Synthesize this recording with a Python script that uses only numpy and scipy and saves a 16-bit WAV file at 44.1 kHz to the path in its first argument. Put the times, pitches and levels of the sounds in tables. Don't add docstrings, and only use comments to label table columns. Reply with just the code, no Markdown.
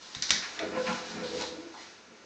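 import sys
import numpy as np
from scipy import signal
from scipy.fft import rfft, irfft
from scipy.io import wavfile
from scipy.ndimage import uniform_filter1d

SR = 44100
rng = np.random.default_rng(int(sys.argv[2]) if len(sys.argv) > 2 else 0)


def waveform_to_disk(signal):
    frames = np.transpose(np.atleast_2d(signal))
    scaled = np.clip(frames, -1, 1) * 32767
    samples = np.round(scaled).astype(np.int16)
    wavfile.write(sys.argv[1], SR, samples)


N = 99225
TIME = np.arange(N) / SR
FREQS = np.maximum(np.arange(N // 2 + 1) * SR / N, 1)

# (frequency [Hz], time [s])
ROOM_T60 = [(100, 0.53), (500, 0.92), (1500, 0.56), (3700, 0.49), (6000, 0.52), (9000, 0.25)]
# (frequency [Hz], relative level [dB])
HISS_COLOUR = [(25, -22), (50, -8), (90, 0.5), (140, 3), (250, 9.5), (500, 9), (1000, 0.5), (2000, 3),
               (4000, -3.5), (6300, -0.5), (9000, -26)]
THUMP_COLOUR = [(25, -14), (50, -2.5), (85, -4), (130, -3), (210, 4), (300, -11), (600, -52)]
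RUB_COLOUR = [(500, -12.5), (1000, -5), (2000, -4.5), (3000, -4), (4200, 1), (6000, -3.5), (7300, -7),
              (9000, -32.5)]
CRACK_COLOUR = [(400, -17.5), (1000, -9.5), (1700, -1), (3600, 0.5), (6000, 4.5), (7500, -6.5), (8600, -30)]
CLACK_ECHO_COLOUR = [(250, -8), (700, -13), (1200, -10), (1900, 2), (2800, -11), (3800, 2), (4900, 1),
                     (5900, 2), (7200, -7), (9000, -41)]
# (pitch [Hz], width [Hz], relative level [dB])
WHOLE_DOOR_MODES = [(84.7, 11, -7), (126, 40, -11)]
DEEP_PANEL_MODES = [(182.4, 8.1, 0.5), (221.6, 5.4, 2)]
MIDDLE_PANEL_MODES = [(266, 19, -15.5), (326.6, 7, 0.5), (386, 20, -3.5), (422.4, 10, 1.5), (473, 26, -6.5),
                      (508.6, 6.4, 0.5)]
TRACK_MODES = [(692, 74, -6.5), (870, 47, 3.5), (891, 98, 0), (1066, 140, -7), (1192, 57, -6),
               (1344, 50, -3.5), (1483, 58, -4), (1658, 130, -7.5), (2396, 470, -8.5)]
SINGING_MODES = [(854, 9.7, -6), (1014, 6.9, 0.5), (1377, 10, -6.5)]
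# (time [s], level [dB])
DEEP_PANEL_LEVEL = [(0.57, -87), (0.63, -46.5), (0.72, -50), (0.77, -37.5), (0.815, -49), (0.86, -49),
                    (0.905, -31), (0.97, -48), (1.085, -54.5), (1.17, -39), (1.23, -43.5), (1.3, -52),
                    (1.385, -44.5), (1.46, -64), (1.53, -53.5), (1.7, -77), (2.08, -68.5), (2.125, -59),
                    (2.18, -73)]
MIDDLE_PANEL_LEVEL = [(0.2, -65), (0.57, -58), (0.635, -35), (0.69, -38.5), (0.76, -39), (0.83, -45.5),
                      (0.91, -47.5), (0.98, -53), (1.11, -50), (1.18, -42.5), (1.28, -44), (1.38, -38),
                      (1.52, -48.5), (1.6, -49), (1.67, -58.5), (2.08, -70), (2.125, -55.5), (2.18, -64)]
SCRAPE_LEVEL = [(0.25, -72), (0.5, -55), (0.61, -41), (0.71, -48), (0.77, -37), (0.845, -49.5), (0.88, -34),
                (0.915, -39), (0.96, -40.5), (1.09, -47.5), (1.2, -43.5), (1.39, -52), (1.42, -40.5),
                (1.48, -53.5), (1.66, -55.5), (2.0, -60.5)]
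SINGING_LEVEL = [(0.68, -65), (0.78, -41.5), (0.845, -59.5), (0.897, -30.5), (1.08, -73.5)]
RUB_LEVEL = [(0, -48), (0.12, -48.5), (0.2, -46.5), (0.55, -46.5), (0.74, -50), (0.85, -44.5), (0.89, -41),
             (0.97, -44), (1.05, -45.5), (1.115, -41.5), (1.17, -49), (1.26, -47), (1.32, -46),
             (1.405, -38.5), (1.52, -50.5), (1.72, -57), (1.82, -48), (1.93, -54), (2.08, -64)]
# (time [s], level [dB])
THUMPS = [(0.157, -47), (0.298, -44)]
# (time [s], length [s], pitch [Hz], width [Hz], level [dB])
CHAFES = [(0.42, 0.026, 1480, 1210, -39), (0.862, 0.0091, 2240, 906, -39),
          (1.234, 0.043, 3870, 1180, -44.5), (1.407, 0.016, 876, 280, -41.5),
          (1.416, 0.068, 3920, 990, -45), (1.737, 0.018, 880, 203, -47.5), (1.769, 0.045, 1960, 177, -55)]
# (time [s], length [s], start pitch [Hz], end pitch [Hz], level [dB], roughness [share of pitch])
GROANS = [(0.6, 0.064, 695, 637, -39, 0.045), (0.769, .055, 518, 501, -29.5, .012),
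          (0.838, .018, 510, 505, -39, .012), (0.984, 0.046, 510, 506, -43.5, 0.04),
          (1.224, 0.053, 504, 504.6, -35.5, 0.023), (1.314, 0.134, 505, 498, -43, 0.04),
          (1.544, 0.135, 321.6, 333.7, -45.5, 0.0597)]
GROAN_HARMONICS = [2.5, -13, -17.5]
# (time [s], level [dB], brightness [dB per octave], contact pitch [Hz], snap boost [dB])
CLACKS = [(0.1485, -32, -3.5, 3720, 1), (0.2225, -21, 2, 4700, -0.5), (0.2932, -29, -2, 4960, 3),
          (0.305, -13, -0.57, 3666, 3), (0.591, -28.5, -10.5, 3570, -0.5), (0.867, -30.5, -9.5, 2080, -2),
          (0.927, -34.5, -4, 3280, 0.5), (1.411, -33.5, -1.5, 4220, 1.5), (1.421, -34, -5, 4470, 3.5)]
# (pitch [Hz], relative level [dB])
SLAT_NOTES = [(1495, -5.5), (1835, -8), (1972, -6.5), (2251, 4), (3359, -10), (3526, 1.5), (3568, 1),
              (3677, -1), (3751, 3), (3842, 6.5), (4176, 9), (4410, -0.5), (4915, -4), (5840, 5.5)]

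SLIPS_PER_S, SLIP_SPREAD_DB = 1100, 3.5
FADE_S, CLACK_RISE_S = 0.013, 0.00099
TICK_DB, FRAME_DB, SLATS_DB = 5, -9.5, -26.5
FRAME_HZ, CUTOFF_HZ = 1820, 8700


def amp(db):
    return 10 ** (np.asarray(db) / 20)


def unit(x):
    return x / np.sqrt(np.mean(x ** 2) + 1e-20)


def level(rows):
    return amp(np.interp(TIME, *np.transpose(rows)))


def across_freqs(points):
    hz, values = np.transpose(points)
    return np.interp(np.log(FREQS), np.log(hz), values)


def brighter(hz, tilt_db):
    low_hz, high_hz = 2080, 5840
    return amp(tilt_db * np.log2(np.clip(hz, low_hz, high_hz) / np.sqrt(low_hz * high_hz)))


def coloured(x, colour, tilt_db=0):
    return unit(irfft(rfft(x) * amp(across_freqs(colour)) * brighter(FREQS, tilt_db), N))


def band(x, low_hz, high_hz, order):
    return signal.sosfilt(signal.butter(order, [low_hz, high_hz], "band", fs=SR, output="sos"), x)


def noise():
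    return rng.standard_normal(N)


def drift(rate_hz):
    return unit(irfft(rfft(noise()) / (1 + (FREQS / rate_hz) ** 2), N))


def dying(start, rise_s, t60_s):
    age = np.maximum(TIME - start, 0)
    return np.minimum(age / rise_s, 1) * np.exp(-np.log(1000) * age / t60_s)


def resonate(x, modes):
    out = 0
    for k, (hz, width, db) in enumerate(modes):
        decay = np.exp(-np.pi * width / SR)
        feedback = [1, -2 * decay * np.cos(2 * np.pi * hz / SR), decay * decay]
        out += (-1) ** k * amp(db) * signal.lfilter([1 - decay, 0, decay - 1], feedback, x)
    return unit(out)


def steady(x, span_s):
    return x / np.sqrt(np.maximum(uniform_filter1d(x ** 2, int(span_s * SR)), 1e-6))


def humming(x, modes, span_s):
    return unit(sum(amp(db) * steady(resonate(x, [(hz, width, 0)]), span_s) for hz, width, db in modes))


def slips():
    sizes = amp(SLIP_SPREAD_DB * np.minimum(rng.exponential(1, N), 4)) * rng.choice([-1, 1], N)
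    return unit(sizes * (rng.random(N) < SLIPS_PER_S / SR))


def hiss():
    return amp(-57) * coloured(noise(), HISS_COLOUR)


def room_tail(x, start):
    spectrum, centres = rfft(x), [hz for hz, _ in ROOM_T60]
    out = 0
    for share, (_, t60_s) in zip(np.eye(len(centres)), ROOM_T60):
        one_band = irfft(spectrum * across_freqs(list(zip(centres, share))), N)
        out += one_band * dying(start, 0.0066, t60_s)
    return out


def in_room(x, echo_db):
    tail = unit(room_tail(noise(), 0.003)) / np.sqrt(N)
    echo = amp(echo_db) * signal.fftconvolve(x, tail)[:N]
    return (x + echo) / np.sqrt(1 + amp(echo_db) ** 2)


def thumps():
    out = 0
    for start, db in THUMPS:
        boom = steady(coloured(noise(), THUMP_COLOUR), span_s=0.023)
        out += amp(db) * boom * dying(start, rise_s=0.0061, t60_s=0.52)
    return out


def chafes():
    out, t60_s = 0, 0.38
    for start, length, hz, width, db in CHAFES:
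        fade_in = np.clip((TIME - start) / FADE_S + .5, 0, 1)
        fade_out = np.exp(-np.log(1000) * np.maximum(TIME - start - length, 0) / t60_s)
        scuff = resonate(in_room(slips(), echo_db=8), [(hz, width, 0)])
        squeak = resonate(scuff, [(hz, 2 * width, 0)])
        out += amp(db) * fade_in * fade_out * steady(squeak, span_s=0.0094)
    return out


def panels():
    deep, middle = level(DEEP_PANEL_LEVEL), level(MIDDLE_PANEL_LEVEL)
    rumble = 0
    for gain, modes in [(deep, DEEP_PANEL_MODES), (middle, MIDDLE_PANEL_MODES)]:
        ringing = humming(slips(), modes, span_s=0.03)
        rumble += gain * unit(band(ringing, 160, 560, order=3))
    hum = humming(band(slips(), 62, 200, order=3), WHOLE_DOOR_MODES, span_s=0.05)
    push = np.hypot(deep, middle) / amp(-39)
    return rumble + amp(-55.5) * np.tanh(push) * hum


def track():
    friction = slips()
    ringing = resonate(band(friction, 550, 3000, order=2), TRACK_MODES)
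    scrape = level(SCRAPE_LEVEL) * steady(in_room(ringing, echo_db=3.5), span_s=0.02)
    rub = level(RUB_LEVEL) * coloured(in_room(friction, echo_db=11), RUB_COLOUR)
    singing = level(SINGING_LEVEL) * humming(slips(), SINGING_MODES, span_s=0.039)
    return scrape + singing + rub


def groans():
    pitch_wobble = drift(rate_hz=108.5)
    flutter = amp(2.5 * drift(rate_hz=28))
    out = 0
    for start, length, start_hz, end_hz, db, roughness in GROANS:
        end = start + length
        hz = np.interp(TIME, [start, end], [start_hz, end_hz]) * (1 + roughness * pitch_wobble)
        phase = 2 * np.pi * np.cumsum(hz) / SR
        tone = sum(amp(part_db) * np.sin(k * phase) for k, part_db in enumerate(GROAN_HARMONICS, 1))
        held = np.clip(np.minimum(TIME - start, end - TIME) / FADE_S + .5, 0, 1)
        out += amp(db) * held * unit(tone)
    return in_room(out * flutter, echo_db=-9.5)


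def slats(start, tilt_db):
    notes = 0
    for hz, db in SLAT_NOTES:
        gain = amp(db + rng.normal(0, 3)) * brighter(hz, tilt_db)
        notes += gain * np.sin(2 * np.pi * (hz * TIME + rng.random()))
    return notes * dying(start, CLACK_RISE_S, t60_s=0.3)


def struck_note(start, hz, t60_s):
    return np.sin(2 * np.pi * hz * (TIME - start)) * dying(start, CLACK_RISE_S, t60_s)


def clacks():
    out = 0
    for start, db, tilt_db, contact_hz, snap_db in CLACKS:
        tick = amp(TICK_DB) * struck_note(start, contact_hz, t60_s=0.012)
        frame = amp(FRAME_DB) * brighter(FRAME_HZ, tilt_db) * struck_note(start, FRAME_HZ, t60_s=0.013)
        crack = steady(coloured(noise(), CRACK_COLOUR, tilt_db), span_s=0.00087)
        crack *= dying(start, CLACK_RISE_S, t60_s=0.025)
        snap = amp(snap_db) * (tick + frame + crack)
        broad_echo = amp(-12) * coloured(noise(), CLACK_ECHO_COLOUR, tilt_db)
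        tick_echo = amp(-21.5) * resonate(noise(), [(contact_hz, 320, 0)])
        echo = room_tail(broad_echo + tick_echo, start)
        out += amp(db) * (snap + echo + amp(SLATS_DB) * slats(start, tilt_db))
    return signal.sosfilt(signal.butter(2, 200, "high", fs=SR, output="sos"), out)


def scene():
    return (hiss() + clacks() + thumps() + panels() + track() + groans() + chafes())[None]


def record(dry):
    return signal.sosfilt(signal.ellip(10, .2, 80, CUTOFF_HZ, fs=SR, output="sos"), dry)


dry = scene()
out = record(dry)
waveform_to_disk(out)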